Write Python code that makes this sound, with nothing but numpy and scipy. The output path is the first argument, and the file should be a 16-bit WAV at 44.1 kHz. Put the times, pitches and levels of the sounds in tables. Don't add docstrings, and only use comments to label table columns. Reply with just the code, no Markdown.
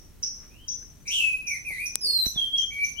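import sys
import numpy as np
from scipy import signal
from scipy.fft import rfft, irfft
from scipy.io import wavfile
from scipy.ndimage import uniform_filter1d

SR = 44100
rng = np.random.default_rng(int(sys.argv[2]) if len(sys.argv) > 2 else 0)


def transcribe(u):
    v = np.clip(np.atleast_2d(u).T, -1, 1)
    q = np.round(v * 32767).astype(np.int16)
    wavfile.write(sys.argv[1], SR, q)


N = 132300


def amp(db):
    return 10 ** (np.asarray(db) / 20)


def unit(x):
    return x / np.sqrt(np.mean(x ** 2) + 1e-20)


def read(points, hz):
    f, value = np.transpose(points)
    return np.interp(np.log(hz + 1), np.log(f + 1), value)


def add(mix, s, sound):
    part = mix[:, max(round(s * SR), 0):][:, :sound.shape[-1]]
    part += sound[..., :part.shape[1]]


def pan(db):
    return unit(amp([[db / 2], [-db / 2]]))


def noise(size, gain):
    spectrum = rfft(rng.standard_normal(N)) * gain(np.fft.rfftfreq(N, 1 / SR))
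    return unit(irfft(spectrum, N))[:size]


def hump(f, centre_hz, width_hz):
    return 1 / (1 + (2 * (f - centre_hz) / width_hz) ** 2)


def later(x, s):
    size = x.shape[-1]
    return irfft(rfft(x) * np.exp(-2j * np.pi * np.fft.rfftfreq(size, 1 / SR) * s), size)


def arrive(x, lag_s):
    return np.array([x[0], later(x[1], lag_s)])


def turns(hz):
    return 2 * np.pi * np.cumsum(hz) / SR


def glide(points, fade_s=0.0014):
    s, hz, db = np.transpose(points)
    t = np.arange(s[0], s[-1], 1 / SR)
    ends = np.clip(np.minimum(t - t[0], t[-1] - t) / fade_s, 0, 1)
    pitch = uniform_filter1d(np.interp(t, s, hz), size=400)
    return t, pitch, ends * amp(np.interp(t, s, db))


def songbird():
    # time in seconds, pitch in Hz, level in dB before the path gains.
    whistles = [
        [(1.052, 2256, -55.5), (1.068, 2384, -41.5), (1.10, 2402, -33), (1.112, 2826, -30.5),
         (1.136, 3250, -25), (1.178, 3033, -24.5), (1.208, 2654, -22.5), (1.285, 2558, -23), (1.335, 2518, -28),
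         (1.42, 2577, -39.5)],
        [(1.455, 2546, -42.5), (1.485, 2463, -27.5), (1.52, 2290, -32), (1.555, 2036, -38), (1.585, 2040, -55)],
        [(1.648, 2510, -38.5), (1.675, 2483, -29), (1.70, 2253, -31), (1.73, 2023, -33.5), (1.775, 2017, -30.5),
         (1.808, 2437, -31), (1.85, 2439, -23), (1.872, 2450, -52)],
        [(2.008, 5216, -35.5), (2.03, 5076, -29.5), (2.055, 4704, -23), (2.085, 4370, -25), (2.16, 4192, -24.5),
         (2.22, 4062, -23), (2.27, 3993, -29.5), (2.30, 3820, -65)],
        [(2.348, 3680, -50), (2.38, 3333, -20.5), (2.41, 3232, -26), (2.445, 3188, -24.5), (2.48, 3170, -43)],
        [(2.52, 3476, -45), (2.54, 3304, -19), (2.59, 3220, -27), (2.615, 3176, -20.5), (2.64, 3160, -39.5)],
        [(2.705, 2250, -43), (2.73, 2310, -33), (2.775, 2265, -33), (2.81, 2305, -23), (2.843, 2316, -15.5),
         (2.88, 2315, -30), (2.92, 2312, -43)],
        [(2.96, 2800, -54.5), (2.99, 3096, -28), (3.02, 3180, -31)],
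    ]
    # overtones in dB, air hiss in dB, left over right in dB,
    # pitch jitter in % when no louder than usual, room echo in dB; levels stand before the path gains.
    colours = [(-30.5, -32.5, 0.5, 0.26, -3.5), (-23, -37, -1.5, 2.4, -1), (-22, -32.5, 1, 1.92, -5.5),
               (-14.5, -27, -2, 0.73, -2), (-32, -29, -1.5, 0.74, -3), (-34, -26.5, 2, 0.32, -2.5),
               (-31.5, -27.5, 2.5, 1.6, -8.5), (-36, -36, 12, 3, 3)]
    # time in seconds, roughness from 0 to 1.
    hoarseness = [(1.06, 0.74), (1.125, 0.92), (1.17, 0.72), (1.225, 0.37), (1.27, 0)]
    # frequency in Hz, gain in dB.
    overtone_tilt = [(4000, -5), (5000, -13), (6200, -6.5), (7500, -24.5), (8300, -4.5), (9800, 6),
                     (11200, 10.5), (12300, 1.5), (14000, -4.5), (16000, -30)]
    harmonics_db = [3, 1.5, 3, -2.5, -9.5, -10]
    # frequency in Hz, relative density in dB per Hz.
    air_spectrum = [(1800, -4), (3500, 1.5), (4500, 3.5), (5500, 0), (7400, -9), (8600, -18), (10200, 4.5),
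                    (12000, -11), (14000, -44), (16000, -32)]
    # frequency in Hz, relative density in dB per Hz.
    rasp_spectrum = [(3000, -26.5), (3600, -3), (3950, 2), (4500, -3), (5300, 0), (6000, -1), (6600, 3),
                     (8000, 4.5), (10800, -4), (12500, -14.5), (14200, -22), (15500, -11)]

    jitter_hz = 201
    smear_rad, smear_hz = 0.75, 480
    buzz_hz, buzz_wander, buzz_pulsing, rasp_depth = 162.9, 0.256, 0.55, 0.099
    rasp_hiss_db, rasp_overtone_db = -10.5, 4.5
    edge_follows, usual_db = 0.5, -29
    song_direct_db, song_lag_s = -3, 0.00009
    edge_direct_db = -10.5

    tone, wet, edge = np.zeros((3, 2, N))
    for points, (overtone_db, air_db, side_db, jitter_percent, room_db) in zip(whistles, colours):
        t, hz, level = glide(points)
        rough = np.interp(t, *np.transpose(hoarseness), right=0)

        jitter = noise(len(t), lambda f: 1 / (1 + (f / jitter_hz) ** 4))
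        share = jitter_percent / 100 * np.minimum(amp(usual_db) / level, 1) ** 2
        buzz = turns(buzz_hz * (1 + buzz_wander * jitter))
        pulses = 1 + buzz_pulsing * rough * np.cos(buzz)
        phase = turns(hz * (1 + share * jitter - rasp_depth * rough ** 2 * np.sin(buzz)))
        whistle = pan(side_db) * level * pulses * np.sqrt(2) * np.sin(phase)

        smear = smear_rad * noise(len(t), lambda f: 1 / (1 + (f / smear_hz) ** 2))
        overtones = 0
        for k, db in enumerate(harmonics_db, 2):
            gain = amp(db + read(overtone_tilt, k * hz)) * (k * hz < SR / 2)
            overtones = overtones + gain * np.sin(k * phase + smear)
        overtones = np.sqrt(2) * amp(overtone_db + rasp_overtone_db * rough) * overtones
        air = noise(len(t), lambda f: amp(read(air_spectrum, f))) * amp(air_db)
        rasp = noise(len(t), lambda f: amp(read(rasp_spectrum, f))) * amp(rasp_hiss_db) * rough
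        swell = amp(usual_db) * (level / amp(usual_db)) ** edge_follows * pulses

        add(tone, t[0], whistle)
        add(wet, t[0], amp(room_db) * whistle)
        add(edge, t[0], swell * (overtones + air + rasp))
    edge = cage(edge)
    direct = arrive(tone + amp(edge_direct_db) * edge, song_lag_s)
    return amp(song_direct_db) * direct + room(wet + edge)


def cage(x, count=4):
    scatter_db, longest_s = -7.5, 0.0024
    delays = rng.uniform(0, longest_s, (2, count))
    signs = rng.choice([-1, 1], (2, count))
    scatter = np.array([sum(g * later(side, s) for s, g in zip(d, sign))
                        for side, d, sign in zip(x, delays, signs)])
    return (x + amp(scatter_db) * scatter) / np.sqrt(1 + count * amp(scatter_db) ** 2)


def small_bird():
    # bottom of the dip in seconds, lowest pitch in Hz, closing pitch in Hz,
    # level in dB before the path gains, fade in seconds, left over right in dB.
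    chips = [(-.2, 5290, 5900, -26, 0.0093, 2), (0.2347, 5275, 5952, -23, .011, 0.5),
             (0.687, 5390, 6082, -27.5, 0.029, 6.5), (1.0815, 5265, 6020, -28.5, 0.019, 1.5),
             (1.4757, 5480, 6058, -30.5, 0.024, -0.5), (1.863, 5470, 6076, -30.5, 0.014, -1.5),
             (2.262, 5590, 6093, -30.5, 0.023, -4.5), (2.581, 5475, 6310, -31.5, 0.017, -3.5),
             (2.845, 5760, 6224, -32.5, 0.016, -7)]
    start_hz, dip_s, lead_s, lead_db = 6253, 0.003174, 0.0089, -21.5
    scrape_db, scrape_hz, scrape_width_hz = -20, 5190, 2300
    scrape_lingers = 0.23
    echo_s, echo_db = 0.045, -8.5
    direct_db, room_db = -2.5, -1.5
    lag_s = -0.000055
    pre_roll = SR // 4

    out = np.zeros((2, pre_roll + N))
    t = np.arange(-lead_s, .1, 1 / SR)
    for s, low_hz, end_hz, db, fade_s, side_db in chips:
        dip = np.exp(-(t / dip_s) ** 2)
        hz = low_hz + (np.where(t < 0, start_hz, end_hz) - low_hz) * (1 - dip)
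        approach = amp(db + lead_db * (np.minimum(t, 0) / lead_s) ** 2)
        level = approach * np.exp(-(np.maximum(t, 0) / fade_s) ** 2)
        grain = noise(len(t), lambda f: hump(f, scrape_hz, scrape_width_hz))
        scrape = amp(scrape_db) * (dip + scrape_lingers) * grain
        chip = np.sqrt(2) * np.sin(turns(hz)) + scrape
        add(out, pre_roll / SR + s - lead_s, pan(side_db) * level * chip)
    direct = arrive(out + amp(echo_db) * later(out, echo_s), lag_s)
    return (amp(direct_db) * direct + amp(room_db) * room(out))[:, pre_roll:]


def far_bird():
    # time in seconds, pitch in Hz, peak level in dB before the echo is added.
    far_whistle = [(.50, 2340, -62.5), (.555, 2786, -62.5), (.625, 3178, -55), (.69, 3190, -69),
                   (.725, 3510, -58)]
    out = np.zeros((2, N))
    t, hz, level = glide(far_whistle)
    add(out, t[0], level * np.sin(turns(hz)))
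    return out + amp(5.5) * room(out)


def room(x):
    # frequency in Hz, time to fall 60 dB in seconds.
    room_t60 = [(500, 0.11), (2500, 0.32), (4200, 0.31), (6000, 0.57), (10000, 0.23), (15000, 0.21)]
    early_db, early_s = 2.5, 0.0092
    slots = np.arange(130, 30000, 12)
    taps = np.zeros((2, 2 ** 15))
    at = slots + rng.integers(0, 12, (2, len(slots)))
    np.put_along_axis(taps, at, rng.standard_normal(at.shape), 1)
    hz, t, z = signal.stft(taps, SR, nperseg=256)
    early = amp(early_db * np.exp(-t / early_s))
    decay = np.exp(-np.log(1000) * t / read(room_t60, hz)[:, None])
    tail = signal.istft(z * early * decay, SR)[1]
    tail = tail / np.linalg.norm(tail, axis=1, keepdims=True)
    return signal.fftconvolve(x, tail, axes=1)[:, :x.shape[1]]


def clicks():
    # start in seconds, left peak in dB before the ceiling.
    click_times = [(1.9564, 2), (2.0150, -28)]
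    # frequency in Hz, relative level in dB, time to fall 60 dB in seconds.
    modes = [(8320, 3.5, 0.00072), (10300, -19, 0.0044), (5840, 1.5, 0.00049), (14300, -11, 0.0012),
             (1193, -36, 0.0013)]
    right_db, lag_s = -16.5, 0.00011
    out, t = np.zeros((2, N)), np.arange(0, .01, 1 / SR)
    ring = sum(amp(db) * np.exp(-np.log(1000) * t / t60) * np.sin(2 * np.pi * hz * t)
               for hz, db, t60 in modes)
    ring = ring * (1 - np.exp(-t / .0001))
    for s, db in click_times:
        tick = amp(db) * ring / abs(ring).max()
        add(out[:1], s, tick)
        add(out[1:], s + lag_s, amp(right_db) * tick)
    return out


def thumps():
    # start in seconds, level in dB before rise and pan, ring in Hz, slow push in dB against the ring.
    knocks = [(2.2655, -28, 215, 0), (2.3605, -27.5, 170, -14)]
    decay_s, push_s = 0.0038, 0.0052
    out, t = np.zeros((2, N)), np.arange(0, .06, 1 / SR)
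    rise = 1 - np.exp(-t / 0.00061)
    push = (1 - t / push_s) * np.exp(-t / push_s) * 2
    for s, db, hz, push_db in knocks:
        ring = np.sin(2 * np.pi * hz * t) * np.exp(-t / decay_s)
        knock = amp(db) * rise * (ring + amp(push_db) * push)
        add(out, s, pan(-13) * knock)
    return out


def bumps_and_peep():
    # peak of the swell in seconds, level in dB, rise in seconds,
    # decay in seconds, centre in Hz, width in Hz.
    swells = [(2.261, -43, 0.012, 0.011, 650, 9200), (2.364, -51.5, 0.0076, 0.038, 370, 3100),
              (2.06, -51, 0.016, 0.075, 436, 270), (1.706, -51, 0.002, 0.015, 680, 720),
              (0.24, -59, 0.0051, 0.027, 2700, 3300), (0.439, -58.5, 0.035, 0.035, 1430, 1900),
              (.827, -55.5, 0.0061, 0.0069, 1560, 280)]
    t, out = np.arange(N) / SR, np.zeros((2, N))
    for s, db, rise_s, decay_s, centre_hz, width_hz in swells:
        shared, left, right = (noise(N, lambda f: hump(f, centre_hz, width_hz)) for _ in range(3))
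        level = amp(db) * np.exp(-np.maximum((s - t) / rise_s, (t - s) / decay_s))
        out += level * unit(shared + np.array([left, right]))
    return out


def background():
    # frequency in Hz, relative density in dB per Hz.
    floor_spectrum = [(12, -30), (20, -3), (58, -2), (101, -8), (210, -13), (459, -23), (780, -30),
                      (1290, -32), (5230, -36.5)]
    floor_db, same, left_db = -51, 0.36, 0.5
    shared, left, right = (noise(N, lambda f: amp(read(floor_spectrum, f))) for _ in range(3))
    both = np.sqrt(same) * shared + np.sqrt(1 - same) * np.array([left, right])
    return amp(floor_db) * pan(left_db) * both


def scene():
    birds = songbird() + small_bird() + far_bird()
    small_sounds = clicks() + thumps() + bumps_and_peep()
    return birds + small_sounds + background()


def record(dry):
    edge_hz = 15950
    low_pass = signal.firwin(511, edge_hz, window=("kaiser", 9), fs=SR)
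    return signal.oaconvolve(np.clip(dry, -1, 1), low_pass[None], "same")


dry = scene()
out = record(dry)
transcribe(out)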